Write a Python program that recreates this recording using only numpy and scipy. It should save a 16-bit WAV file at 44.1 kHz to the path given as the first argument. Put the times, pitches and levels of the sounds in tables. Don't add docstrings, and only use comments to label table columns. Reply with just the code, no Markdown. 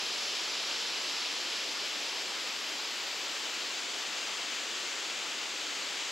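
import sys
import numpy as np
from scipy import signal
from scipy.fft import rfft, irfft, next_fast_len
from scipy.io import wavfile
from scipy.ndimage import uniform_filter1d, map_coordinates

SR = 44100
rng = np.random.default_rng(int(sys.argv[2]) if len(sys.argv) > 2 else 0)


def store_wav(level_fs):
    pcm = np.round(np.clip(np.atleast_2d(level_fs), -1, 1) * 32767)
    wavfile.write(sys.argv[1], SR, pcm.T.astype(np.int16))


N = 269451


def amp(db):
    return 10 ** (np.asarray(db) / 20)


def unit(x):
    return x / np.sqrt(np.mean(x ** 2) + 1e-20)


def along(points, hz):
    f, value = np.transpose(points)
    return np.interp(np.log(hz + 1), np.log(f + 1), value)


def bell(x, centre, width):
    return np.exp(-((x - centre) / width) ** 2)


def wobble(rate):
    knots = rng.standard_normal(int(N * rate / SR) + 4)
    return map_coordinates(knots, [np.arange(N) * rate / SR])


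def filtered(x, response):
    padded = next_fast_len(N + SR // 2)
    spectrum = rfft(x, padded) * response(np.fft.rfftfreq(padded, 1 / SR))
    return irfft(spectrum, padded)[..., :N]


def shaded(x, gain, size=512):
    hz, t, spectrum = signal.stft(x, SR, nperseg=size)
    return signal.istft(spectrum * gain(hz[:, None], t), SR, nperseg=size)[1][..., :N]


PAN_START_S, PAN_LENGTH_S = 1.03, 3.3


def turned(t):
    return np.clip((t - PAN_START_S) / PAN_LENGTH_S, 0, 1)


# t/s, level/dB (the pulse shape peaks 2 dB above this)
HAND_BUMPS = [(0.031, -52), (.33, -59), (5.395, -65), (5.52, -70)]


def handling(push_s=0.0008):
    out = np.zeros(N)
    for start_s, level_db in HAND_BUMPS:
        u = np.maximum(np.arange(N) / SR - start_s, 0) / push_s
        out += amp(level_db) * u * (2 - u) * np.exp(1 - u)
    return out


def bubbles(rate, low_hz, high_hz, cycles, spread_db, size=400):
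    when, pitch, chance = rng.random((int(rate * N / SR), 3)).T
    hz = low_hz * (high_hz / low_hz) ** pitch
    turns = hz[:, None] * np.arange(size) / SR
    strength = amp(-spread_db * np.log(np.maximum(chance, np.exp(-4)))) * hz
    rings = strength[:, None] * np.sin(2 * np.pi * turns) * np.exp(-turns / cycles)
    at = (when * N).astype(int)[:, None] + np.arange(size)
    return unit(np.bincount(at.ravel(), rings.ravel(), N)[:N])


# f/Hz, correlation (-1 to 1)
EAR_CORRELATION = [(60, -.1), (100, 0.13), (155, 0.81), (220, 0.96), (340, 0.98), (640, 0.95), (1400, 0.88),
                   (2000, 0.81), (2900, 0.91), (4700, 0.95), (5800, 0.88), (7000, .94), (8700, .78),
                   (12000, .95), (14500, 1)]


def churn(grains, grain_db, patchy_db):
    field = rng.standard_normal((257, N // 256 + 3))
    field = uniform_filter1d(uniform_filter1d(field, 6, 0), 16, 1)
    patches = unit(field)
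    rush = shaded(rng.standard_normal((2, N)), lambda hz, t: amp(patchy_db * patches[:, :len(t)]))
    rush[0] += amp(grain_db) * grains

    def mid_side_gains(hz):
        angle = np.arccos(np.clip(along(EAR_CORRELATION, hz), -1, 1)) / 2
        return np.array([np.cos(angle), np.sin(angle)])

    mid, side = filtered(rush, mid_side_gains)
    return np.array([mid + side, mid - side])


# f/Hz, relative level/dB
PLUNGE_SPECTRUM = [(25, -45), (55, -45), (100, -30.5), (135, -21), (165, -12), (215, -7.5), (290, -0.8),
                   (430, 0), (680, -1), (1200, 0.6), (1800, -0.5), (3000, -12), (6000, -50)]


def plunge():
    pockets = bubbles(rate=400, low_hz=282, high_hz=1482, cycles=4.8, spread_db=2.0, size=1600)
    water = churn(pockets, grain_db=-19, patchy_db=0.26)
    return unit(filtered(water, lambda hz: amp(along(PLUNGE_SPECTRUM, hz))))


# f/Hz, relative level/dB
SPRAY_FACING = [(500, -43), (1300, -14), (2000, -5.5), (2500, -1.3), (3100, .3), (3700, -1), (5100, -0.2),
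                (6200, -7.5), (7200, -7.5), (8000, -14.5), (8800, -23.5), (11200, -24), (13200, -30),
                (15600, -39)]
# f/Hz, relative level/dB
SPRAY_AWAY = [(500, -52), (1300, -9), (2400, -2.5), (3100, 0), (4100, -3.5), (4950, -3), (5400, -7),
              (7100, -6), (8000, -12.5), (8800, -19.5), (10000, -28.5), (11900, -26.5), (13000, -30.5),
              (15600, -34.7)]
SHEEN_START_HZ, SHEEN_RISE_HZ, SHEEN_WIDTH_HZ = 10600, 6000, 1100
SHEEN_DB, SHEEN_FLARE_DB = 0.5, 6
FLARE_AT, FLARE_SPAN = 0.69, 0.17
HOLLOW_HZ, HOLLOW_WIDTH_HZ, HOLLOW_DB = 6850, 630, 2.5
HOLLOW_AT, HOLLOW_SPAN = 0.38, 0.27
RIDGE_STEP_HZ, RIDGE_DB, RIDGE_FULL_HZ = 2350, 3, 11000
RIDGE_AT, RIDGE_SPAN = 0.48, 0.3


def bearing(hz, t):
    away = turned(t)
    facing_db = (1 - away) * along(SPRAY_FACING, hz)
    away_db = away * along(SPRAY_AWAY, hz)
    boost_db = SHEEN_DB + SHEEN_FLARE_DB * bell(away, FLARE_AT, FLARE_SPAN)
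    sheen_db = boost_db * bell(hz, SHEEN_START_HZ + SHEEN_RISE_HZ * away, SHEEN_WIDTH_HZ)
    hollow_db = HOLLOW_DB * bell(away, HOLLOW_AT, HOLLOW_SPAN) * bell(hz, HOLLOW_HZ, HOLLOW_WIDTH_HZ)
    comb = (0.5 + np.cos(2 * np.pi * hz / RIDGE_STEP_HZ)) * np.minimum(hz / RIDGE_FULL_HZ, 1) ** 2
    ridge_db = RIDGE_DB * bell(away, RIDGE_AT, RIDGE_SPAN) * comb / comb.max()
    gain = amp(facing_db + away_db + sheen_db + ridge_db - hollow_db)
    return gain / np.linalg.norm(gain, axis=0)


def spray():
    droplets = bubbles(rate=4000, low_hz=1790, high_hz=12370, cycles=2.3, spread_db=2.5, size=150)
    water = churn(droplets, grain_db=-10.5, patchy_db=0.5)
    flutter_db = 0.13 * wobble(13)
    return unit(shaded(water, bearing)) * amp(flutter_db)


# f/Hz, level/dB
EAR_LEAN = [(100, 0.5), (600, 1.5), (1400, 3.5), (2400, 4), (3400, 1.8), (6000, 0.5), (8400, -1), (9900, 3),
            (12000, 0)]
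# f/Hz, phase/rad
EAR_LEAD = [(250, 0.019), (600, .1), (1450, 0.12), (2100, -.06), (2850, -0.25), (3600, 0)]
ROAR_DB, ROAR_LOSS_DB = -44, 0.88
HISS_DB, HISS_LOSS_DB = -35, 1.92
HISS_SHADED_AT = 0.45


def scene():
    away = turned(np.arange(N) / SR)
    roar_db = ROAR_DB - ROAR_LOSS_DB * away
    hiss_db = HISS_DB - HISS_LOSS_DB * np.minimum(away / HISS_SHADED_AT, 1)
    fall = amp(roar_db) * plunge() + amp(hiss_db) * spray()

    def lean_gains(hz, t):
        lean_db = along(EAR_LEAN, hz) * np.interp(turned(t), [0, 1], [0.45, 1.0])
        return amp(np.array([lean_db, -lean_db]) / 2)

    ears = shaded(fall, lean_gains)
    ears = filtered(ears, lambda hz: np.exp(np.outer([1j, -1j], along(EAR_LEAD, hz)) / 2))
    return ears + handling()


TOP_HZ = 15730


def record(dry):
    return filtered(dry, lambda hz: hz < TOP_HZ)


dry = scene()
out = record(dry)
store_wav(out)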